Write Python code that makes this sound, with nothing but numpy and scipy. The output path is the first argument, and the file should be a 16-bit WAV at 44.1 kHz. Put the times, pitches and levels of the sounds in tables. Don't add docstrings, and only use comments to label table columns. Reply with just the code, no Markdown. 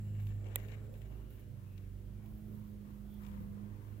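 import sys
import numpy as np
from scipy import signal
from scipy.fft import rfft, irfft
from scipy.io import wavfile
from scipy.ndimage import uniform_filter1d

SR = 44100
rng = np.random.default_rng(int(sys.argv[2]) if len(sys.argv) > 2 else 0)


def dump(signal):
    limited = np.clip(np.atleast_2d(signal).T, -1, 1)
    pcm = np.round(limited * 32767).astype(np.int16)
    wavfile.write(sys.argv[1], SR, pcm)


N = 176400
T = np.arange(N) / SR

# (frequency [Hz], left density [dB/Hz], right density [dB/Hz])
AIR_SPECTRUM = [(15.3, -94.5, -90), (30.8, -88, -84), (46.4, -74, -70.5), (68.6, -81, -76),
                (131, -84.5, -76), (212, -89, -84), (302, -96.5, -87.5), (400, -94.5, -90),
                (498, -111, -91.5), (676, -107, -99), (850, -106, -105), (1370, -107, -109),
                (2380, -110, -114), (3120, -111, -115), (4600, -118, -117), (8800, -118, -119),
                (15500, -115, -113)]
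# (frequency [Hz], correlation [0-1])
AIR_CORRELATION = [(30, 0.58), (150, .75), (300, 0.59), (700, 0.15), (3000, 0.25), (6000, 0.053),
                   (16000, .05)]
# (time [s], gain [dB])
RUMBLE_SWELL = [(0, -1), (.5, 5.5), (.9, -0.5), (1.2, 0), (1.6, -1.5), (2.2, 3.5), (2.6, 3), (3.1, -1),
                (3.6, 3), (4, 1)]
# (time [s], gain [dB])
WASH_SWELL = [(0, -1), (.6, 7.5), (.85, 4.5), (1.15, 2), (1.36, -0.5), (1.46, -2.5), (2, -2), (2.35, 3.5),
              (2.65, 0), (3, -0.5), (3.6, 3.5), (4, 1.5)]
# (start [s], end [s], level midway [dB])
TRILL_SPANS = [(-.2, 1.06, -78.5), (3.204, 3.317, -79)]
# (frequency [Hz], gain [dB])
TRILL_SPECTRUM = [(5500, -33), (6850, -30), (7150, -2.5), (7650, -2.5), (8000, -10), (8800, -36)]
# (start [s], length [s], first pitch [Hz], last pitch [Hz], level [dB])
BIRD_NOTES = [(.03, 0.34, 2900, 2750, -74.5), (1.045, 0.46, 2820, 2880, -77.5),
              (1.62, 0.23, 2540, 2650, -77), (2.163, 0.13, 2323, 2315, -75.5),
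              (3.074, 0.13, 3330, 3425, -75)]
# (time [s], firing rate [Hz])
FIRING_RATE = [(0, 26.05), (.45, 25.4), (.75, 26.3), (1.0, 26.0), (1.35, 25.7), (1.62, 24.1), (1.95, 24.3),
               (2.3, 26.5), (2.52, 26.3), (2.8, 25.55), (3.15, 25.66), (3.42, 24.9), (3.7, 25.75),
               (4, 25.8)]
# (time [s], level [dB])
DRONE_LEVEL = [(0, -42.5), (.12, -40), (.26, -37.5), (.5, -44.5), (0.901, -48), (1.35, -56.5), (1.7, -49),
               (2.25, -52), (2.42, -54.5), (2.6, -49), (2.95, -61.5), (3.45, -58), (3.7, -50.5), (4, -50)]
# (time [s], level [dB])
OCTAVE_LEVEL = [(0, -52), (.35, -62), (.7, -61.5), (1.4, -65), (1.799, -63), (2.15, -58), (2.5, -51.5),
                (3.0, -53.5), (3.3, -50), (3.65, -49), (3.85, -69.5), (4, -60)]
# (order [x firing rate], first level [dB], slope [dB/s], left minus right [dB])
ENGINE_ORDERS = [(2, -51, -1.28, -7.5), (3, -61, -1.96, 2), (5, -62.5, 1.12, -9), (6, -61.5, -2.8, 1),
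                 (7, -72, -1, 9.5), (9, -75.5, 0.5, 11), (10, -76.5, -2, 11.5), (12, -75.5, 1.28, 0),
                 (14, -71, -1.2, 2), (16, -74.5, -0.94, 11.5), (20, -75.5, -1.5, 3),
                 (24, -78.5, -1.18, -6.5)]
# (start [s], length [s], level [dB])
GRIP_STROKES = [(3.28, 0.321, -48.5)]
# (frequency [Hz], gain [dB])
GRIP_SPECTRUM = [(15, -23), (45, -7), (80, 11), (125, -8.5), (190, 2.5), (280, -19), (600, -30),
                 (2000, -67)]
# (time [s], left rasp [dB], right fizz [dB])
BLADE_FLICKS = [(0.201, -63, -58), (.269, -52.5, -57), (.29, -58.5, -70), (0.443, -61, -75),
                (.468, -60, -75), (.485, -59, -63), (0.663, -64, -71), (0.685, -54.5, -68),
                (.718, -53.5, -72), (.94, -61.5, -61), (1.018, -58, -74), (1.305, -75, -58),
                (1.779, -54, -68), (2.26, -65, -61), (3.235, -59, -68), (3.249, -58, -72),
                (3.265, -55, -66), (3.315, -61, -70)]
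# (frequency [Hz], gain [dB])
RASP_SPECTRUM = [(300, -25), (900, -14), (1600, -10.5), (2400, 2.5), (3000, 0.5), (3600, -1.5), (4600, -11),
                 (6500, -11), (7400, -9), (8500, -22), (16000, -33)]
# (start [s], length [s], level [dB])
SCRAPE_STROKES = [(-.1, 0.87, -68.5), (.275, 0.061, -63.5), (.44, 0.22, -59.5), (.55, .16, -60),
                  (.695, 0.071, -57), (.76, 0.13, -64.5), (.94, .14, -64.5), (1.1, 0.13, -70),
                  (1.3, 0.16, -71), (1.77, 0.11, -71.5), (3.22, 0.21, -72), (3.85, 0.15, -72)]
# (frequency [Hz], gain [dB])
SCRAPE_SPECTRUM = [(200, 1), (500, 5.5), (800, 0.5), (1300, -3.5), (1800, 6), (2050, -1.5), (2320, 7),
                   (2520, -4.5), (2750, 4), (3300, -8), (3900, -5.5), (4700, -22), (6500, -12.5),
                   (7400, -7.5), (8400, -33), (16000, -44)]
# (start [s], length [s], level [dB])
SLIDE_STROKES = [(-.05, 0.33, -71), (.18, 0.19, -67.5), (.55, 0.23, -64), (.78, .14, -76), (.92, .13, -69),
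                 (1.05, 0.25, -73), (1.29, 0.15, -64), (1.6, 0.29, -73), (2.22, 0.61, -67), (2.85, .3, -70),
                 (3.08, 0.49, -66.5), (3.8, 0.27, -70)]
# (frequency [Hz], gain [dB])
SLIDE_SPECTRUM = [(500, 0), (1500, -25.5), (3500, -8.5), (6000, -20), (9300, -17.5), (11300, 0),
                  (12400, -8), (13600, 1.5), (15500, -0.5)]
# (start [s], length [s], level [dB])
BRUSH_STROKES = [(.44, 0.21, -67), (1.08, 0.23, -69), (1.56, 0.17, -71.5), (2.48, 0.29, -71.5),
                 (2.84, 0.15, -67.5), (3.18, 0.31, -61.5), (3.5, 0.42, -67.5), (3.8, 0.23, -68)]
# (frequency [Hz], gain [dB])
BRUSH_SPECTRUM = [(300, -11), (650, -26), (950, 4), (1150, -1), (1400, -6.5), (2000, -8.5), (4000, -25)]
# (frequency [Hz], left level [dB], right level [dB], time to peak [s])
CASE_MODES = [(546, -42, -40, 0.0025), (836, -36.5, -47, 0.00094), (1157, -53, -36.5, 0.00062),
              (1964, -42, -64, 0.0041), (2464, -35, -47.5, .0014), (3480, -56, -28.5, 0.00054),
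              (7300, -44.5, -56, 0.0021), (7830, -60, -25, 0.00056), (10340, -47, -32, 0.00061),
              (11800, -65, -27, 0.00069), (14500, -64, -15, 0.00034)]


def amp(db):
    return 10 ** (np.asarray(db) / 20)


def unit(x):
    return x / np.sqrt(np.mean(x ** 2) + 1e-20)


def curve(points):
    return np.interp(T, *np.transpose(points))


def pan(db):
    gains = amp([[db / 2], [-db / 2]])
    return gains / gains.mean()


def colour(x, points, as_db=True):
    hz, value = np.transpose(points)
    gain = np.interp(np.log(np.fft.rfftfreq(N, 1 / SR) + 1), np.log(hz), value)
    return irfft(rfft(x) * (amp(gain) if as_db else gain), N)


def drift(hz):
    f = np.fft.rfftfreq(N, 1 / SR)
    lowpass = np.exp(-(f / hz) ** 2) * (f > 0)
    return unit(irfft(rfft(rng.standard_normal(N)) * lowpass, N))


def patchy(x, depth_db, span_hz, span_s):
    bands = signal.stft(x, nperseg=512, noverlap=384)[2]
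    swell = rng.standard_normal(bands.shape[::-1]).T
    swell = uniform_filter1d(swell, max(1, round(span_hz * 512 / SR)), axis=-2)
    swell = uniform_filter1d(swell, max(1, round(span_s * SR / 128)), axis=-1)
    return signal.istft(bands * amp(depth_db * unit(swell)), nperseg=512, noverlap=384)[1][..., :N]


def strokes(rows, rise_share=0.13, fall_share=0.47):
    power = np.zeros(N)
    for start, length, db in rows:
        u = (T - start) / length
        power += amp(2 * db) * np.clip(u / rise_share, 0, 1) * np.clip((1 - u) / fall_share, 0, 1)
    return np.sqrt(power)


def friction(spectrum, grain, slips_per_s, flutter_db):
    slips = np.minimum(rng.exponential(1, N), 4) * rng.standard_normal(N)
    slips *= rng.random(N) < slips_per_s / SR
    drive = rng.standard_normal(N) + grain * unit(slips)
    return unit(colour(drive, spectrum) * amp(flutter_db * drift(35)))


def open_air(firings, throb_depth=0.11, bass_rise_db_per_s=0.2):
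    left, other = rng.standard_normal((2, N))
    hz, likeness = np.transpose(AIR_CORRELATION)
    right = colour(left, np.c_[hz, likeness], as_db=False)
    right += colour(other, np.c_[hz, np.sqrt(1 - likeness ** 2)], as_db=False)
    hz, left_db, right_db = np.transpose(AIR_SPECTRUM)
    bed = np.sqrt(SR / 2) * np.array([colour(left, np.c_[hz, left_db]),
                                      colour(right, np.c_[hz, right_db])])
    bass = colour(bed, [(150, 0.52), (280, 0.098)], as_db=False)
    rumble = colour(bed, [(400, 0.54), (520, 0.07)], as_db=False) - bass
    hiss = colour(bed, [(900, 0.098), (2500, 0.94)], as_db=False)
    wash = bed - bass - rumble - hiss
    swells = rumble * amp(curve(RUMBLE_SWELL)) + wash * amp(curve(WASH_SWELL))
    swells = patchy(swells, depth_db=3.5, span_hz=200, span_s=0.11)
    throb = 1 + throb_depth * np.cos(2 * np.pi * firings)
    return bass * amp(bass_rise_db_per_s * (T - T.mean())) + swells * throb + hiss


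def far_wildlife(fade_s=0.027, slope_db_per_s=-5, blur_hz=210):
    trill = unit(colour(rng.standard_normal(N), TRILL_SPECTRUM))
    left = np.zeros(N)
    for start, end, db in TRILL_SPANS:
        gate = np.clip(np.minimum(T - start, end - T) / fade_s, 0, 1)
        left += gate * amp(db + slope_db_per_s * (T - (start + end) / 2)) * trill
    blur = drift(blur_hz) + 1j * drift(blur_hz)
    for start, length, hz, end_hz, db in BIRD_NOTES:
        u = np.clip((T - start) / length, 0, 1)
        phase = 2 * np.pi * np.cumsum(hz + (end_hz - hz) * u) / SR
        note = (blur * np.exp(1j * phase)).real
        left += amp(db) * np.sqrt(abs(np.sin(np.pi * u))) * note
    return np.array([left, amp(-20) * left])


def far_engine(firings, pan_db_per_s=-2.2, waver_db=3.65):
    def tone(order):
        return np.sqrt(2) * np.cos(2 * np.pi * (order * firings + rng.random()))
    rightward = amp(pan_db_per_s * T * np.array([[.5], [-.5]]))
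    out = np.zeros((2, N))
    for order, level, pan_db in ((4, DRONE_LEVEL, -1.5), (8, OCTAVE_LEVEL, -3.5)):
        gains = pan(pan_db) * rightward
        out += gains / gains.mean(0) * amp(curve(level)) * tone(order)
    for order, db, db_per_s, pan_db in ENGINE_ORDERS:
        waver = unit(amp(waver_db * drift(hz=2.3)))
        out += pan(pan_db) * amp(db + db_per_s * T) * waver * tone(order)
    return out


def hand_grip():
    rub = friction(GRIP_SPECTRUM, grain=0.46, slips_per_s=180, flutter_db=3.0)
    return pan(db=9) * strokes(GRIP_STROKES) * rub


def case_click(at_s=0.5584, steepness=2.14):
    out = np.zeros((2, N))
    age = np.maximum(T - at_s, 0)
    for hz, left_db, right_db, peak_s in CASE_MODES:
        u = np.minimum(age / peak_s, 50)
        envelope = (u * np.exp(1 - u)) ** steepness
        out += amp([[left_db], [right_db]]) * envelope * np.sin(2 * np.pi * hz * age)
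    return out


def grass_flicks(rasp_decay_s=0.004, fizz_decay_s=0.0053):
    rasp, fizz = np.zeros((2, N))
    for start, rasp_db, fizz_db in BLADE_FLICKS:
        rasp += amp(rasp_db) * (T >= start) * np.exp(-abs(T - start) / rasp_decay_s)
        fizz += amp(fizz_db) * (T >= start) * np.exp(-abs(T - start) / fizz_decay_s)
    rasp *= unit(colour(rng.standard_normal(N), RASP_SPECTRUM))
    fizz *= unit(colour(rng.standard_normal(N), SLIDE_SPECTRUM))
    return np.array([rasp, fizz])


def grass_rubbing():
    scrape = friction(SCRAPE_SPECTRUM, grain=0.54, slips_per_s=900, flutter_db=-3.5)
    scrape = strokes(SCRAPE_STROKES) * unit(patchy(scrape, depth_db=2.0, span_hz=350, span_s=0.064))
    slide = friction(SLIDE_SPECTRUM, grain=0.77, slips_per_s=2700, flutter_db=2.1)
    slide *= strokes(SLIDE_STROKES)
    brush = friction(BRUSH_SPECTRUM, grain=0.44, slips_per_s=500, flutter_db=0)
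    brush *= strokes(BRUSH_STROKES)
    left = scrape + brush + amp(-29) * slide
    right = slide - amp(-22) * scrape - amp(-12.5) * brush
    return np.array([left, right])


def scene(speed_jitter=0.0019):
    firing_hz = curve(FIRING_RATE) * (1 + speed_jitter * drift(hz=8))
    firings = np.cumsum(firing_hz) / SR
    distant = far_engine(firings) + open_air(firings) + far_wildlife()
    return distant + grass_rubbing() + grass_flicks() + hand_grip() + case_click()


def record(dry, cutoff_hz=15900):
    taps = signal.firwin(511, cutoff_hz, window=("kaiser", 9), fs=SR)
    return signal.oaconvolve(dry, taps[None], "same", axes=1)


dry = scene()
out = record(dry)
dump(out)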